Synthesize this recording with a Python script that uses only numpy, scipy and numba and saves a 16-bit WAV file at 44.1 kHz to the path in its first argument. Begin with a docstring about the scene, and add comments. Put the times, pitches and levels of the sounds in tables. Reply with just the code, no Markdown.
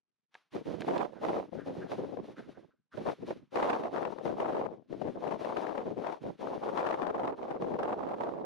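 """A paved yard, where gusts of wind hit the two ports (openings) of a camera microphone.
Each port rumbles on its own as a gust builds, holds and drops away, leaving a weak wake.
Faster eddies (swirls of air) brighten the rumble and tear into short spits, and a thin hiss
comes and goes with the gusts. A few bits of debris land on the paving; a far bird caws faintly."""
import sys
import numpy as np
from scipy import signal
from scipy.fft import rfft, irfft, next_fast_len
from scipy.io import wavfile
from scipy.ndimage import uniform_filter1d, map_coordinates
from numba import njit

SR = 44100
rng = np.random.default_rng(int(sys.argv[2]) if len(sys.argv) > 2 else 0)


def waveform_to_disk(signal):
    """Save audio, clipped to [-1, 1], as 16-bit WAV at the path in sys.argv[1]."""
    frames = np.transpose(np.atleast_2d(signal))
    scaled = np.clip(frames, -1, 1) * 32767
    samples = np.round(scaled).astype(np.int16)
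    wavfile.write(sys.argv[1], SR, samples)


N = 372644

# calls of the far bird: (start [s], length [s], relative level [dB], pitch [Hz], throat resonance [Hz])
BIRD_CAWS = [(1.141, 0.07, -61, 196, 1500), (1.571, 0.068, -53.5, 203.4, 1460),
             (1.805, 0.039, -50, 202, 1510), (2.358, 0.056, -53, 198.6, 1470),
             (2.539, 0.051, -63.5, 200, 1500), (2.695, 0.045, -75.5, 205.6, 1440),
             (2.915, 0.039, -54, 192, 1450)]
# bits of debris landing: (time [s], peak level [dB], brightness [Hz])
LANDINGS = [(0.3425, -46.5, 4450), (0.352, -38.5, 1300), (0.807, -36.5, 8850), (0.819, -31.5, 1980),
            (0.979, -32, 4500)]
# tones one bit rings with: (frequency [Hz], relative level [dB], time to fade by 60 dB [s])
DEBRIS_TONES = [(756, -16, 0.07), (910, -4, 0.018), (1640, -0.5, 0.016), (2600, 1.5, 0.0071),
                (4160, -7.5, 0.016), (8400, -37, 0.0091)]
# tone colour of the hiss: (frequency [Hz], relative level [dB])
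HISS_COLOUR = [(80, -14), (250, -13), (1000, 11), (2200, 5.5), (3700, 3), (4900, -3.5), (6100, -6.5),
               (7800, -18), (10600, -15.5), (13000, -26), (15500, -47.5)]
# tone colour of tearing eddies: (frequency [Hz], relative level [dB])
SPIT_COLOUR = [(300, -4), (900, -1.5), (1600, 4), (3000, -7.5), (6000, -23.5), (8000, -26), (11000, -34),
               (15500, -38.5)]
# how a port responds to wind: (frequency [Hz], relative level [dB])
PORT_COLOUR = [(20, -33.5), (55, -26), (90, -9), (135, -12.5), (200, -2.5), (320, 1), (550, 4), (1000, 1.5),
               (3000, -18.5)]
# buffets, the sharpest shoves of air: (time [s], left surge [relative], right surge [relative])
SHARP_BUFFETS = [(0.566, 0, 2.8), (0.873, 1.6, 0), (1.049, 2.1, 1.0), (1.251, 0, 2.0), (1.286, 2.0, 0.6),
                 (1.919, 2.9, 1.0), (2.172, 2.0, 0), (2.975, 1.0, 2.9), (3.308, 1.0, 3.0), (3.559, 2.2, 0),
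                 (3.628, 1.6, 0.6), (3.733, 2.0, 0.9), (3.837, 2.0, 1.0), (3.962, 0, 2.8),
                 (4.053, 1.9, 0.7), (4.186, 2.2, 1.4), (4.255, 1.8, 1.3), (4.403, 1.8, 1.1),
                 (4.929, 1.9, 1.2), (5.018, 1.8, 0.7), (5.311, 1.5, 0.8), (5.449, 2.0, 0), (5.571, 2.0, 0),
                 (5.669, 1.8, 0), (5.779, 1.8, 0.9), (6.07, 2.3, 1.2), (6.125, 1.7, 0), (6.776, 1.4, 0),
                 (6.91, 1.4, 0), (7.02, 1.8, 0), (7.069, 1.6, 0), (7.277, 2.2, 0.9), (7.431, 0, 2.1),
                 (7.623, 1.8, 0), (7.791, 1.5, 1.6), (7.833, 0, 2.0), (8.237, 1.8, 1.3)]
# gusts; the rumble's treble falls away above the corner, so a higher corner sounds brighter:
# (start [s], length [s], left level [dB], right level [dB], corner [Hz], hiss level [dB])
WIND_GUSTS = [(0.318, 0.045, -67, -76, 710, -72), (0.514, 0.045, -33.5, -35, 640, -59),
              (0.631, 0.123, -46, -35, 455, -63), (0.764, 0.084, -47, -39.0, 457, -64),
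              (0.844, 0.085, -30.5, -29.5, 653, -58), (0.914, 0.12, -36.5, -29.5, 970, -62.5),
              (1.093, 0.2, -56, -46, 590, -73), (1.194, 0.2, -33, -32.5, 810, -59.5),
              (1.499, 0.11, -38.5, -55, 427, -69), (1.631, 0.066, -34, -38.5, 530.0, -64.5),
              (1.708, 0.15, -41, -42, 475, -67.5), (1.873, 0.043, -36.0, -33, 840, -58),
              (1.938, 0.25, -38.5, -43.5, 505, -67), (2.197, 0.12, -47, -51.5, 476, -71),
              (2.351, 0.046, -43.5, -39, 500, -67), (2.446, 0.062, -44.5, -51, 440.0, -72.5),
              (2.509, 0.12, -59.5, -55, 440, -80.0), (2.619, 0.13, -75.5, -72, 388, -99),
              (2.917, 0.13, -46, -38.5, 487, -65), (3.028, 0.072, -29.5, -35.5, 780, -59.5),
              (3.183, 0.048, -39, -42, 394, -71.5), (3.245, 0.058, -34, -35.5, 616, -60.5),
              (3.513, 0.241, -30, -30.5, 1210, -57.5), (3.755, 0.13, -37, -35, 925, -68),
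              (3.896, 0.17, -32.5, -40.5, 1000, -64), (4.047, 0.15, -39.5, -56, 800, -69),
              (4.206, 0.12, -31, -38.5, 643, -65.0), (4.345, 0.26, -32, -35, 920, -65),
              (4.545, 0.12, -35, -40, 766, -76), (4.679, 0.062, -44.5, -49, 654, -80),
              (4.765, 0.08, -62, -67, 420.0, -92), (4.879, 0.055, -34, -47.0, 443, -68.5),
              (4.969, 0.13, -34, -44.0, 503, -67), (5.09, 0.11, -46.5, -47, 540.0, -73),
              (5.188, 0.16, -32.5, -40.5, 810.0, -63.5), (5.368, 0.21, -34.5, -40.5, 940, -61),
              (5.534, 0.27, -34, -41, 980, -62.5), (5.82, 0.098, -34.5, -43, 517, -69),
              (5.942, 0.048, -31.5, -37.5, 585, -66.5), (5.998, 0.13, -34.5, -46, 1260, -63.5),
              (6.198, 0.091, -38.5, -37.5, 535, -67.5), (6.376, 0.2, -36, -41.5, 755, -63.5),
              (6.592, 0.15, -33.5, -40.5, 920, -63), (6.721, 0.22, -30.5, -35, 1340, -61.5),
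              (6.949, 0.162, -32.0, -39, 990, -70), (7.108, 0.2, -34.5, -35, 1037, -70.5),
              (7.351, 0.2, -38.5, -39, 886, -70.5), (7.576, 0.18, -33.5, -35.5, 660, -68),
              (7.752, 0.19, -34, -34, 980, -72), (7.944, 0.21, -39.0, -35.5, 865, -72.5),
              (8.152, 0.14, -37, -34.0, 990, -71.0), (8.291, 0.24, -43, -36.0, 704, -76.5)]

TOP_HZ = 15750
TIME = np.arange(N) / SR
GUST_TIME = np.arange(0, N / SR, .002)  # coarse steps are enough for the gusts' rise and fall


def gain(db):
    """Turn decibels into a factor to multiply by."""
    return 10 ** (np.asarray(db) / 20)


def unit_rms(x):
    """Scale a signal so its average strength (rms) is 1."""
    return x / np.sqrt(np.mean(x ** 2))


def coloured_noise(colour):
    """Noise of strength 1, shaped by a tone colour table."""
    hz, db = np.transpose(colour)
    size = next_fast_len(N, True)
    bin_hz = np.maximum(np.arange(size // 2 + 1) * SR / size, 1)
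    shape = gain(np.interp(np.log(bin_hz), np.log(hz), db))
    return unit_rms(irfft(rfft(rng.standard_normal(size)) * shape, size)[:N])


def wobble(per_s):
    """A smooth random curve that takes about per_s new values a second."""
    steps = np.clip(rng.standard_normal(N // 10), -2, 2)
    return unit_rms(map_coordinates(steps, [TIME * per_s], order=2, mode="wrap"))


@njit
def filter_loop(x, tuning, damping):
    """Run a state-variable filter one sample at a time, so its tuning can move."""
    out, band, low = np.empty((2, len(x))), 0., 0.
    for i in range(len(x)):
        g = tuning[i]
        v = (band + g * (x[i] - low)) / (1 + g * (g + damping))
        out[0, i], out[1, i] = low + g * v, damping * v
        band, low = 2 * v - band, low + 2 * g * v
    return out


def resonate(x, hz, damping):
    """Filter x two ways: [0] keeps what is below hz, [1] keeps what is near hz."""
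    tuning = np.tan(np.pi * np.clip(hz, 20, TOP_HZ) / SR) * np.ones(len(x))
    return filter_loop(x + 1e-18, tuning, float(damping))


def low_cut(x, hz):
    """Gently take away the bass below hz."""
    return signal.sosfilt(signal.butter(2, hz, "high", fs=SR, output="sos"), x)


def add(track, start_s, sound):
    """Mix a sound into a track at the given time."""
    start = int(start_s * SR)
    track[start:start + len(sound)] += sound[:N - start]


def noise_burst(t, fade_s):
    """Noise that dies away by 60 dB in fade_s."""
    return rng.standard_normal(len(t)) * np.exp(-np.log(1000) * t / fade_s)


def bird(pitch_fall=0.16, rasp=0.2, bird_db=-2, echo_db=-6):
    """Raspy caws: pulses falling in pitch ring the throat and echo faintly off the buildings."""
    caws = np.zeros(N)
    for start, length, db, pitch_hz, throat_hz in BIRD_CAWS:
        progress = np.linspace(0, 1, int(length * SR))
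        cycles = np.cumsum(pitch_hz * (1 - pitch_fall * (progress - .5))) / SR
        pulses = np.diff(np.floor(cycles), prepend=0)
        voice = pulses + rasp * (1 - cycles % 1) ** 2 * rng.standard_normal(SR)[:len(progress)]
        for _ in range(2):
            voice = resonate(voice, throat_hz, damping=0.36)[1]
        add(caws, start, gain(db + bird_db) * unit_rms(voice) * np.sin(np.pi * progress))
    echo = noise_burst(TIME[:SR // 2], fade_s=0.35)
    return caws + gain(echo_db) * signal.fftconvolve(caws, echo / np.linalg.norm(echo))[:N]


def debris(crack_db=6, ring_db=-4):
    """Each bit lands with a crack and a brief ring, some bright, some dull."""
    ticks, t = np.zeros(N), TIME[:SR // 10]
    ring = sum(gain(db - 60 * t / fade_s) * np.sin(2 * np.pi * hz * t)
               for hz, db, fade_s in DEBRIS_TONES)
    for start, db, bright_hz in LANDINGS:
        crack = resonate(noise_burst(t, fade_s=0.026), hz=2400, damping=1.2)[1]
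        tick = resonate(gain(ring_db) * ring + gain(crack_db) * crack, bright_hz, 1.5)[0]
        tick = low_cut(tick, 500)  # a small bit gives off no bass
        add(ticks, start, gain(db) * tick / np.abs(tick).max())
    return ticks


def gust_clock():
    """One row per gust: seconds since it began, seconds it has blown, seconds since it stopped."""
    start, length = np.transpose(WIND_GUSTS)[:2, :, None]
    age = GUST_TIME - start
    return age, np.clip(age, 0, length), np.maximum(age - length, 0)


def hiss_level(lead_s=0.017, rise_s=0.059, sag_db_per_s=24.5, fall_db_per_s=184.5, calm_db=-112):
    """Hiss level in dB: it starts just before each gust, sags while it blows, then fades."""
    peak_db = np.array(WIND_GUSTS)[:, -1:]
    age, blown, after = gust_clock()
    rise = np.clip((age + lead_s) / rise_s, 0, 1) ** 2
    swell = rise * gain(peak_db - sag_db_per_s * blown - fall_db_per_s * after)
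    power = (swell ** 2).sum(axis=0) + gain(calm_db) ** 2
    return np.interp(TIME, GUST_TIME, 10 * np.log10(power))


def hiss(boost_db=6.5, side_db=-13, wide_db=-4, wide_hz=9000, flicker_db=1.5):
    """Airy hiss from ahead that sinks away between gusts; only its treble spreads wide."""
    mid, side = coloured_noise(HISS_COLOUR), coloured_noise(HISS_COLOUR)
    side = gain(side_db) * side + gain(wide_db) * resonate(side, wide_hz, 0.29)[1]
    level_db = hiss_level() + boost_db + flicker_db * wobble(40)
    return np.array([mid + side, mid - side]) * gain(level_db)


def airflow(port, rise_s=0.046, fall_db_per_s=376, wake_db=-18, wake_db_per_s=134.5,
            dull_db_per_octave=27.5, calm_db=-101, calm_hz=300):
    """Level (dB) and corner (Hz) at a port: gusts build, hold and drop, trailing weak eddies."""
    _, _, left_db, right_db, full_hz, _ = np.transpose(WIND_GUSTS)[:, :, None]
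    age, _, after = gust_clock()
    rise = np.clip(age / rise_s, 0, 1) ** 2
    swell = rise * (gain(-fall_db_per_s * after) + gain(wake_db - wake_db_per_s * after))
    power = (swell * gain((left_db, right_db)[port])) ** 2
    # a gust gets duller as it weakens
    corner_hz = full_hz * (swell / (1 + gain(wake_db))) ** (20 * np.log10(2) / dull_db_per_octave)
    calm = gain(calm_db) ** 2
    total = power.sum(axis=0) + calm
    mean_hz = ((power * corner_hz).sum(axis=0) + calm * calm_hz) / total
    return np.interp(TIME, GUST_TIME, 10 * np.log10(total)), np.interp(TIME, GUST_TIME, mean_hz)


def wander(level_db, corner_hz, sway_db=2.0, sway_octaves=0.054, steady_db=-33):
    """The stream drifts off the port and back, swaying level and corner, more so in weak wind."""
    drift = wobble(30)
    weakness = np.clip((steady_db - level_db) / 7, .4, 1.3)
    sway = (np.minimum(drift, .5 * drift) + .2) * weakness  # dips go further than rises
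    return level_db + sway_db * sway, corner_hz * 2 ** (sway_octaves * sway)


def buffets(port, strength=0.88, surge_s=0.0031, stall_s=0.0071, tail_s=0.024, strays_per_s=3):
    """Extra air speed at a port: in each buffet the air stalls, surges, then ebbs away."""
    lead_s = .04
    age = TIME[:SR // 10] - lead_s
    stall = 0.62 * np.exp(-(age / stall_s + 1.22) ** 2)
    tail = 0.18 * np.clip(age / surge_s, 0, 1) * np.exp(-np.abs(age) / tail_s)
    surge = np.exp(-(age / surge_s) ** 2) - stall + tail
    gaps, sizes = rng.random((N // 1000, 2)).T  # smaller stray buffets come at random
    stray_times = lead_s + np.cumsum(-np.log(1 - gaps)) / strays_per_s
    strays = list(zip(stray_times, 0.7 * (.5 + sizes)))
    sharp = [(when, both[port]) for when, *both in SHARP_BUFFETS]
    surges = np.zeros(N)
    for when, size in sharp + strays:
        if when < TIME[-1]:
            add(surges, when - lead_s, strength * size * surge)
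    return surges


def eddy_speed(surges, big_eddies):
    """Air speed above or below its average: eddies of three sizes, which a buffet sweeps aside."""
    eddies = unit_rms(.55 * big_eddies + 0.68 * wobble(190) + 0.94 * wobble(600))
    return surges + eddies / (1 + .5 * np.abs(surges))


def thud(speed, octaves, hz=165, thud_db=-18, fall_db_per_octave=10):
    """A low thud in slow air, which fades as the wind gets brighter."""
    noise = rng.standard_normal(N) * gain(3.6 * speed)
    for _ in range(2):
        noise = resonate(noise, hz, 0.9)[1]
    return unit_rms(noise) * gain(thud_db - fall_db_per_octave * octaves)


def rip(surges, rip_hz=1700, top_hz=4200):
    """A short rasp where a buffet breaks on the rim of the port."""
    band = resonate(rng.standard_normal(N), rip_hz, 0.43)[1]
    rasp = resonate(band, top_hz, 1.4)[0]
    return unit_rms(rasp) * np.clip(surges, 0, 2)


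def spits(speed, surges, level_db, octaves, spit_db=-27, flutter_db=6, db_per_octave=6):
    """The fastest eddies tear into spits, which grow with the wind faster than the rumble does."""
    force_db = .5 * (level_db + 42)
    tearing = unit_rms(coloured_noise(SPIT_COLOUR) * gain(flutter_db * np.minimum(speed, 2.7)))
    return gain(spit_db + db_per_octave * octaves + force_db) * (tearing + 1.8 * rip(surges))


def rumble(corner_hz, speed, flutter_db=3.5, flutter_octaves=0.26, ceiling=4.6):
    """Eddies press on the port: a faster one is louder and brighter, up to a soft ceiling."""
    pressure = coloured_noise(PORT_COLOUR)
    for _ in range(2):  # above the corner, eddies are smaller than the port and press far less
        pressure = resonate(pressure, corner_hz * 2 ** (flutter_octaves * speed), 1.45)[0]
    bass = resonate(pressure, 0.066 * corner_hz, 2.6)[1]
    pressure = pressure - 0.79 * bass  # the bass thins as the air speeds up
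    pressure = pressure * gain(flutter_db * np.minimum(speed, 1.4))
    # even out slow changes: the gust sets the average pressure, the eddies only share it out
    power = uniform_filter1d(uniform_filter1d(pressure ** 2, size=2000), size=1400)
    return ceiling * np.tanh(pressure / np.sqrt(power) / ceiling)


def wind(port, big_eddies, rumble_db=0.75, sputter_db=2.5, push_db=1.5):
    """Wind on one port (0 is left, 1 is right): thud, spits and rumble follow the same moving air."""
    level_db, corner_hz = wander(*airflow(port))
    octaves = np.log2(corner_hz / 800)  # how bright the wind is
    surges = buffets(port)
    level_db = level_db + push_db * uniform_filter1d(surges, size=200)  # a buffet also presses harder
    speed = eddy_speed(surges, big_eddies)
    lows = thud(speed, octaves)
    highs = spits(speed, surges, level_db, octaves)
    # weak wind catches the port only in patches, strong wind stays on it
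    patchiness = np.clip(-(level_db + 30.5) / 12, 0, 2)
    sputter = gain(sputter_db * patchiness * wobble(55))
    return gain(level_db) * sputter * (gain(rumble_db) * rumble(corner_hz, speed) + lows + highs)


def scene():
    """Only the big eddies reach both ports at once; the yard's sounds lie in the middle."""
    big_eddies = wobble(70)
    ports = np.array([wind(0, big_eddies), wind(1, big_eddies)])
    return ports + hiss() + debris() + bird()


def record(dry, low_cut_hz=75, bass_kept=0.52, overload_db=-19.5):
    """The hardest buffets overload the microphone; the camera thins the deep bass and cuts the top."""
    rounded = dry / (1 + (dry / gain(overload_db)) ** 4) ** (1 / 4)
    thinned = bass_kept * rounded + (1 - bass_kept) * low_cut(rounded, low_cut_hz)
    top_cut = signal.ellip(10, .2, 70, TOP_HZ, fs=SR, output="sos")
    return signal.sosfilt(top_cut, thinned)


dry = scene()
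out = record(dry)
waveform_to_disk(out)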